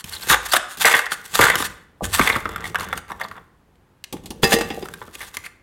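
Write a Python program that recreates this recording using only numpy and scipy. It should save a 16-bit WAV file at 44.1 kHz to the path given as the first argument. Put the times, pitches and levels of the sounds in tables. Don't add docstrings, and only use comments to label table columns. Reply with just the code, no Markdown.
import sys
import numpy as np
from scipy import signal
from scipy.fft import rfft, irfft
from scipy.io import wavfile
from scipy.ndimage import uniform_filter1d, minimum_filter1d

SR = 44100
rng = np.random.default_rng(int(sys.argv[2]) if len(sys.argv) > 2 else 0)


def file_out(sig):
    cols = np.atleast_2d(sig).T
    lim = np.clip(cols, -1, 1)
    pcm = np.round(lim * 32767).astype(np.int16)
    wavfile.write(sys.argv[1], SR, pcm)


N = 247842
TIME_S = np.arange(N) / SR
AGE_S = TIME_S[:SR // 10]

# start in s, length in s, level in dB, ring in Hz, tick offset in dB.
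CLATTERS = [(0.303, 0.041, -8.5, 1610, -7), (0.536, 0.02, -15, 1250, -8), (0.858, 0.028, -6.5, 1785, -8.5),
            (.91, .02, -14.5, 1940, -3.5), (0.954, 0.029, -19, 1460, -4), (1.4, 0.06, -8, 1523, -7),
            (1.477, 0.062, -14.5, 1760, -18), (2.181, 0.19, -17, 1590, -5), (2.502, 0.17, -30, 1420, -12),
            (2.778, 0.16, -29, 1100, -3.5), (3.08, 0.034, -38, 1010, -5), (3.191, 0.06, -29, 1120, -7),
            (3.352, 0.022, -37.5, 1200, -31), (5.202, .04, -32, 2000, -3), (5.434, 0.032, -39.5, 2070, 0)]
# start in s, level in dB, centre in Hz.
BUMPS = [(0.04, -34, 160), (0.301, -21.5, 112), (.536, -22, 507), (1.391, -13, 461), (1.397, -21, 118),
         (2.008, -23.5, 808), (2.017, -25, 502), (2.022, -20.5, 168), (2.196, -15.5, 288),
         (2.202, -15, 163), (3.104, -30, 1134), (3.213, -28, 757), (4.134, -25.5, 344), (4.434, -17, 402),
         (4.44, -16.5, 168), (4.536, -13.5, 224), (4.775, -25, 490), (4.825, -27.5, 423)]
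# frequency in Hz, density in dB.
CLACK_SPECTRUM = [(250, -20), (450, 6), (800, 2.5), (1300, -2), (2000, -1), (2700, -2), (3500, 1),
                  (4600, -18.5), (8000, -30)]
TICK_SPECTRUM = [(1200, -33), (2500, 4.5), (3600, 6.5), (5200, 1.5), (7500, 3), (10000, 2), (13000, 2.5),
                 (16000, -4)]


def knocks(clack_db=-9, ring_db=-7, tick_db=-7, thud_db=-9):
    # start in s, level in dB, ring in Hz, tick and thud offsets in dB.
    single_knocks = [(.042, -32.5, 2670, 9.5, -2.5), (.271, -30.5, 1630, 1, 9), (.3, -4, 1666, -5, -11),
                     (0.316, -11.5, 1330, -20, -6), (.339, -17, 1500, -13, -22.5), (.534, 0, 1280, -2, -27),
                     (.538, -3.5, 673, -2, -32), (.565, -3.5, 1690, -9, -17), (0.847, 6, 1940, -21, -20.5),
                     (.854, -4.5, 740, 6.5, -28), (0.859, -13, 1480, -15, -29), (.939, 7.5, 1884, -31, -37),
                     (0.949, -12, 1850, -5.5, -7.5), (.992, -9, 1685, -8, -28),
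                     (1.065, -18, 1780, -12, -27), (1.119, -13, 1456, -9, -12),
                     (1.105, -28, 1730, -26, -35), (1.354, -13.5, 1340, 6, -24),
                     (1.391, -1, 1180, -12, -1.5), (1.411, 4.5, 2006, -4, -16), (1.438, -1, 1614, -13, -10),
                     (1.466, -5, 1480, -18, -37), (1.483, -6.5, 1880, -22.5, -25),
                     (1.5, -4, 1950, -7.5, -15), (1.545, -15, 1320, -11.5, -19.5),
                     (1.555, -11, 1510, 0.5, -7), (1.602, -17.5, 1170, -11, 2.5),
                     (1.624, -16, 1207, 0, -19), (1.649, -23.5, 1704, -5, -9), (2.041, -21, 1784, 0.5, 2),
                     (2.194, -0.5, 1210, -13.5, -8), (2.212, -6, 2220, -18, -28),
                     (2.274, -2.5, 2070, -13, -33), (2.3, -8.5, 2200, -17, -13),
                     (2.306, -12, 2100, -22, -30), (2.354, -16, 1980, -21.5, -17.5),
                     (2.359, -11.5, 1270, -15, 0), (2.404, -24, 1630, -14, -19),
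                     (2.455, -12, 1220, -21.5, -3.5), (2.491, -22, 1170, -8, -2),
                     (2.56, -18, 1410, -9, -19), (2.642, -21, 1950, -9, -25.5),
                     (2.655, -20, 1890, -16.5, -24), (2.746, -12, 1134, -15.5, -21),
                     (2.756, -9.5, 1616, -14.5, -32), (2.786, -21.5, 1090, -8, -27.5),
                     (2.807, -18, 1340, -6, -7), (2.83, -26, 1120, -8, -10), (2.928, -10.5, 1370, -16, -28),
                     (2.976, -20.5, 1520, -1.5, -28), (3.101, -25, 1100, -24, -21),
                     (3.118, -19, 1090, -13.5, -12), (3.213, -16.5, 1880, -13.5, -31),
                     (3.249, -21.5, 1046, -20, -15), (3.313, -24.5, 1140, -16, -23),
                     (3.379, -28, 1094, -33, -11.5), (4.856, -25.5, 1315, -10.5, -24.5),
                     (4.886, -30, 1490, -3, -30), (4.938, -28, 1610, 1.5, -17), (5.016, -23, 986, -24, -6),
                     (5.024, -31, 1370, -23, -8), (5.079, -35, 1310, -19, 7), (5.152, -30.5, 2500, 2, -3),
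                     (5.369, -19.5, 2040, 0, -13)]
    # frequency in Hz, density in dB.
    thud_spectrum = [(50, -26), (110, 4), (200, -1.5), (400, 3), (600, -7.5), (1000, -22), (2500, -54.5)]
    out = np.zeros(N)
    for start_s, db, hz, tick_offset_db, thud_offset_db in single_knocks + clatter_knocks():
        softened = resonate(burst(.036, CLACK_SPECTRUM), hz, 1.5 * hz)
        clack = blow(tray_body(softened, direct=.48))
        pocket = modal(hz * np.array([.86, 1, 1.12]), [-6, 0, -6], .024, AGE_S, scatter_db=.5)
        ring = blow(pocket * rise(AGE_S, .00068))
        tick = blow(facets(burst(.021, TICK_SPECTRUM), direct=.3, width_hz=220))
        sound = undb(clack_db) * clack + undb(ring_db) * ring
        sound += undb(tick_db + tick_offset_db) * tick
        sound += undb(thud_db + thud_offset_db) * burst(.086, thud_spectrum)
        add(out, start_s, undb(db) * sound)
    return out


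def clatter_knocks(count=5, spread_db=.5, spread_octaves=.2, thud_offset_db=-22):
    rows = []
    for start_s, length_s, db, hz, tick_offset_db in CLATTERS:
        times_s = start_s + length_s * (np.arange(count) + rng.random(count)) / count
        for hit_s, (force, detune, edge) in zip(times_s, rng.standard_normal((count, 3))):
            rows.append((hit_s, db + spread_db * force, hz * 2 ** (spread_octaves * detune),
                         tick_offset_db + spread_db * edge, thud_offset_db))
    return rows


def tray_body(x, direct):
    # frequency in Hz, width in Hz, gain in dB.
    modes = [(450, 210, -4.5), (760, 140, -13), (923, 140, -4), (1087, 190, -0.5), (1194, 85, 7),
             (1434, 100, 3.5), (1561, 70, 9), (1788, 140, 7), (1980, 36, 1.5), (2090, 70, -2),
             (2694, 190, -5), (3438, 250, -2.5), (4436, 170, 1.5)]
    return direct * x + sum(undb(db) * resonate(x, hz, width_hz) for hz, width_hz, db in modes)


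def facets(x, direct, width_hz, count=9):
    modes_hz = 2500 * 5.6 ** ((np.arange(count) + rng.random(count)) / count)
    return direct * x + sum(resonate(x, hz, width_hz * np.sqrt(hz / modes_hz[0])) for hz in modes_hz)


def crunches():
    # crest in s, level in dB, half width in s.
    showers = [(.004, -37.5, 0.0081), (.14, -31.5, .017), (.234, -32.5, .014), (.314, -13, 0.018),
               (0.463, -27, 0.0061), (0.498, -33, 0.0099), (.524, -16, 0.0031), (0.538, -27, 0.009),
               (0.568, -17, 0.0054), (.722, -35.5, 0.019), (0.818, -16, 0.0091), (0.871, -20.5, 0.019),
               (.95, -26.5, 0.044), (1.128, -25, 0.011), (1.258, -37, 0.0084), (1.351, -19.5, 0.0049),
               (1.424, -20, 0.047), (1.6, -23, 0.016), (1.655, -23.5, 0.01), (2.051, -26.5, 0.0099),
               (2.148, -15, .0092), (2.228, -27.5, 0.066), (2.668, -36.5, 0.017), (2.818, -39.5, 0.016),
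               (2.977, -39, 0.013), (4.524, -19, 0.014), (5.149, -40.5, 0.0091), (5.224, -40, 0.028),
               (5.281, -41, 0.0079), (5.35, -34.5, 0.0059), (5.46, -40.5, 0.012)]
    # frequency in Hz, density in dB.
    spectrum = [(150, -47.5), (400, -18), (800, -3.5), (1250, -5), (2200, -2), (2800, -5), (3600, -3),
                (5200, -8.5), (7400, -4.5), (9600, -4), (12400, -7), (16000, -10)]
    out = np.zeros(N)
    fractures = colour(grains(rate_per_s=4000, spread_db=3), spectrum)
    body = tray_body(fractures, direct=0)
    for crest_s, db, half_width_s in showers:
        span, envelope = swell(crest_s, half_width_s)
        cube = facets(fractures[span], direct=.45, width_hz=480)
        out[span] += undb(db) * envelope * unit(cube + 1.1 * body[span])
    return out


def squeaks(waver_hz=260):
    # crest in s, level in dB, pitch in Hz.
    slips = [(.139, -28, 4300), (.168, -29, 3850), (.229, -31, 4400), (.303, -19, 3650), (.331, -16, 3550),
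             (.52, -23, 4400), (.563, -21, 9500), (.82, -22, 3450), (1.354, -20, 3600), (2.328, -26, 3950),
             (3.24, -36, 4430), (5.213, -31, 2100), (5.446, -33, 2000), (5.466, -30, 2100)]
    out = np.zeros(N)
    waver = wander(samples=40)
    for crest_s, db, hz in slips:
        span, envelope = swell(crest_s, half_width_s=.0035)
        pitch_hz = hz + waver_hz * waver[span]
        out[span] += undb(db) * blow(envelope * np.sin(2 * np.pi * np.cumsum(pitch_hz) / SR))
    return out


def tumbler(clack_db=-3, ring_db=-2, tick_db=-1, thud_db=-1):
    # start in s, level in dB, then tick, thud and ring offsets in dB.
    drops = [(4.126, -35, 7, 10.5, -20), (4.167, -38, -11, -21, -17), (4.237, -51.5, 3, 16, -13),
             (4.258, -38.5, 6, -1, -23), (4.305, -37, 8, 12, -10), (4.432, -8, -13.5, -3, -1.5),
             (4.44, -19.5, 4.5, 0.5, 12), (4.521, -14, -20, -11, 1), (4.528, -13, -3, -11, 5),
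             (4.538, -13.5, -0.5, -7.5, 5.5), (4.587, -26.5, -2, 1, 7), (4.61, -17, -9, -11, -1),
             (4.703, -22, -25, -1.5, 4.5), (4.825, -30.5, -25, 6, 1)]
    # frequency in Hz, level in dB, t60 in s.
    wall_modes = [(222, -11, .16), (338, -12, .24), (461, 3, .27), (715, -2, .15), (791, -7, .35),
                  (1175, -10, .36), (1715, -3, .13), (1835, -3, .12), (1885, -1, .22), (2110, -9, .25),
                  (2645, -2, .2), (2750, -4, .18), (3350, -9, .15), (3994, -14, .28), (4900, 0, .13),
                  (5400, -11, .08), (5900, -10, .12), (6282, -11, .12), (6928, -14, .09), (8129, -21, .22),
                  (8400, -8.5, .1)]
    # frequency in Hz, density in dB.
    hollow_spectrum = [(60, 0), (130, 2), (210, 6), (380, 12.5), (540, -15.5), (800, 5), (1200, -9),
                       (2500, -71)]
    contacts, ringing = np.zeros(N), np.zeros(N)
    for start_s, db, tick_offset_db, thud_offset_db, ring_offset_db in drops:
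        ring = modal(*np.transpose(wall_modes), TIME_S[:SR // 2], scatter_db=3.5)
        add(ringing, start_s, undb(db + ring_db + ring_offset_db) * ring)
        tick = blow(facets(burst(.068, TICK_SPECTRUM), direct=.23, width_hz=960))
        contact = undb(clack_db) * burst(.06, CLACK_SPECTRUM) + undb(tick_db + tick_offset_db) * tick
        contact += undb(thud_db + thud_offset_db) * burst(.095, hollow_spectrum)
        add(contacts, start_s, undb(db) * contact)
    chatter = 1 + .42 * wander(samples=260)
    return contacts + chatter * ringing


def bumps():
    out = np.zeros(N)
    ratios, modes_db = np.array([.7, .86, 1, 1.2, 1.45]), [-4, -3, 0, -3, -3]
    for start_s, db, hz in BUMPS:
        thump = modal(hz * ratios, modes_db, .068, AGE_S, scatter_db=1.5) * rise(AGE_S, .00057)
        add(out, start_s, undb(db) * blow(resonate(thump, hz, width_hz=hz)))
    return out


def counter_sway(shake_db=-3, reference_hz=118):
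    # frequency in Hz, level in dB, t60 in s.
    modes = [(54, -3.5, 0.57), (78.7, -15, 0.55)]
    out, t = np.zeros(N), TIME_S[:SR]
    sway = blow(sum(undb(db) * fade(t, t60_s) * np.sin(2 * np.pi * hz * t) for hz, db, t60_s in modes))
    for start_s, db, hz in BUMPS:
        add(out, start_s, undb(db + shake_db) * (reference_hz / hz) ** 2 * sway)
    return out


def snaps():
    # start in s, level in dB.
    cracks = [(0.084, -43), (0.71, -51.5), (1.058, -31), (2.255, -32), (2.606, -42), (2.698, -40.5),
              (2.797, -32), (2.843, -35.5), (2.956, -45), (3.285, -44), (3.756, -62.5), (4.04, -29)]
    # frequency in Hz, density in dB.
    spectrum = [(400, -24.5), (1000, -10), (2000, 2), (4000, 3), (8000, -3.5), (16000, -13)]
    out = np.zeros(N)
    for start_s, db in cracks:
        add(out, start_s, undb(db) * burst(.022, spectrum))
    return out


def handling(rumble_db=-3, rub_db=-1, slide_db=-11, scratch_db=-5, creep_db=-9):
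    # start in s, length in s, then counter rumble, low rub and fine scratch in dB.
    pushes = [(.04, .305, -46.5, -53.5, -39), (0.41, .13, -55, -58.5, -38.5),
              (0.766, 0.08, -51, -43, -32.5), (1.12, 0.15, -60, -57.5, -45.5), (1.318, 0.39, -42, -44, -46),
              (2.018, 0.077, -28.5, -40, -56), (2.144, 0.2, -37, -42.5, -34.5),
              (2.416, 0.54, -39.5, -41.5, -52), (3.081, 0.28, -53, -47.5, -55),
              (4.123, 0.34, -48, -42.5, -63), (4.42, 0.1, -38, -30.5, -29), (4.628, 0.23, -44, -39.5, -44),
              (4.9, 0.53, -52, -56.5, -49.5)]
    # frequency in Hz, density in dB.
    rumble_spectrum = [(22, -41.5), (40, -5), (53, -1), (68, -4), (100, -2), (180, -41.5), (500, -58.5)]
    rub_spectrum = [(60, -17), (120, -2), (175, 9), (260, -3.5), (450, 2.5), (800, -25), (2000, -38)]
    envelopes = [stroke(start_s, length_s, attack_s=.0086, t60_s=.38) for start_s, length_s, *_ in pushes]
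    rumble, rub, scratch = undb(np.transpose(pushes)[2:]) @ np.array(envelopes)
    slide = undb(creep_db) * scratch
    for start_s, length_s, db, *_ in CLATTERS:
        slide += undb(db + slide_db) * stroke(start_s, length_s, attack_s=.006, t60_s=.086)
    slips = grains(rate_per_s=700, spread_db=2)
    pressure = undb(4 * wander(samples=250))
    out = undb(rumble_db) * rumble * unit(colour(rng.standard_normal(N), rumble_spectrum))
    out += undb(rub_db) * rub * unit(colour(grains(rate_per_s=700, spread_db=1.5), rub_spectrum))
    out += slide * unit(tray_body(colour(slips, CLACK_SPECTRUM), direct=.13))
    grit = colour(grains(rate_per_s=6000, spread_db=2.5), TICK_SPECTRUM)
    return out + undb(scratch_db) * scratch * unit(pressure * grit)


def kitchen_echo(x):
    # centre in Hz, level in dB, t60 in s.
    bands = [(80, -18, 0.9), (250, -13, 0.94), (696, -8, 0.43), (1200, -9.5, 0.53), (1920, -11, 0.57),
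             (4040, -15.5, 0.5), (7600, -12.5, 0.39), (15080, -33.5, 0.19)]
    t, bins_hz = TIME_S[:SR], np.maximum(np.fft.rfftfreq(SR, 1 / SR), 1)
    noise, response = rfft(rng.standard_normal(SR)), 0
    log_centres = np.log(np.transpose(bands)[0])
    for share, (_, db, t60_s) in zip(np.eye(len(bands)), bands):
        envelope = fade(t, t60_s) * rise(t, .0023)
        band = irfft(noise * np.interp(np.log(bins_hz), log_centres, share))
        response += undb(db) * band * envelope / np.sqrt(np.sum(envelope ** 2))
    return signal.fftconvolve(x, response)[:N]


def room_tone(level_db=-57.5):
    # frequency in Hz, density in dB.
    spectrum = [(15, -35), (25, -10), (59, -3), (190, -10), (503, -15.5), (607, -20.5), (796, -17.5),
                (1400, -22.5), (1790, -25), (2480, -30), (5730, -39.5), (12200, -41), (16000, -44.5)]
    return undb(level_db) * unit(colour(rng.standard_normal(N), spectrum))


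def undb(db):
    return 10 ** (np.asarray(db) / 20)


def unit(x):
    return x / np.sqrt(np.mean(x ** 2))


def blow(x):
    return x * np.sqrt(.005 * SR / np.sum(x ** 2))


def add(out, start_s, x):
    i = max(int(start_s * SR), 0)
    out[i:i + len(x)] += x[:N - i]


def rise(t, tau_s):
    return 1 - np.exp(-t / tau_s)


def fade(t, t60_s):
    return np.exp(-np.log(1000) * t / t60_s)


def swell(crest_s, half_width_s):
    distance_s = np.abs(TIME_S - crest_s)
    span = np.flatnonzero(distance_s < 4 * half_width_s)
    return span, np.exp(-.5 * (distance_s[span] / half_width_s) ** 1.88)


def stroke(start_s, length_s, attack_s, t60_s):
    t = TIME_S - start_s
    return np.clip(t / attack_s, 0, 1) * fade(np.maximum(t - length_s, 0), t60_s)


def wander(samples):
    return unit(uniform_filter1d(rng.standard_normal(N), size=samples))


def grains(rate_per_s, spread_db):
    clicks = (rng.random(N) < rate_per_s / SR) * rng.standard_normal(N)
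    return unit(clicks * undb(spread_db * rng.standard_normal(N)))


def burst(t60_s, spectrum):
    return blow(colour(rng.standard_normal(len(AGE_S)) * fade(AGE_S, t60_s), spectrum))


def modal(hz, db, t60_s, t, scatter_db):
    gains = undb(db + scatter_db * rng.standard_normal(len(hz)))
    t = t[:, None]
    tones = np.sin(2 * np.pi * (hz * t + rng.random(len(hz))))
    return blow(np.sum(gains * fade(t, t60_s) * tones, axis=1))


def resonate(x, hz, width_hz):
    return signal.lfilter(*signal.iirpeak(hz, max(hz / width_hz, .5), SR), x)


def colour(x, spectrum, size=4096):
    hz, db = np.transpose(spectrum)
    bins_hz = np.maximum(np.fft.rfftfreq(size, 1 / SR), 1)
    gain = undb(np.interp(np.log(bins_hz), np.log(hz), db))
    cepstrum = irfft(np.log(gain))
    cepstrum[1:size // 2] *= 2
    cepstrum[size // 2 + 1:] = 0
    return signal.fftconvolve(x, irfft(np.exp(rfft(cepstrum))))[:len(x)]


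def scene():
    near = knocks() + crunches() + squeaks() + tumbler() + bumps() + counter_sway() + snaps() + handling()
    return (near + room_tone() + kitchen_echo(near))[None]


def record(dry, ceiling=.83, release_db_per_s=350, top_hz=16100):
    over_db = np.maximum(20 * np.log10(np.abs(dry) / ceiling + 1e-9), 0)
    recovered_db = release_db_per_s * TIME_S
    gain = undb(recovered_db - np.maximum.accumulate(over_db + recovered_db))
    gain = uniform_filter1d(minimum_filter1d(gain, size=60), size=60)
    return signal.sosfilt(signal.ellip(10, .2, 80, top_hz, fs=SR, output="sos"), dry * gain)


dry = scene()
out = record(dry)
file_out(out)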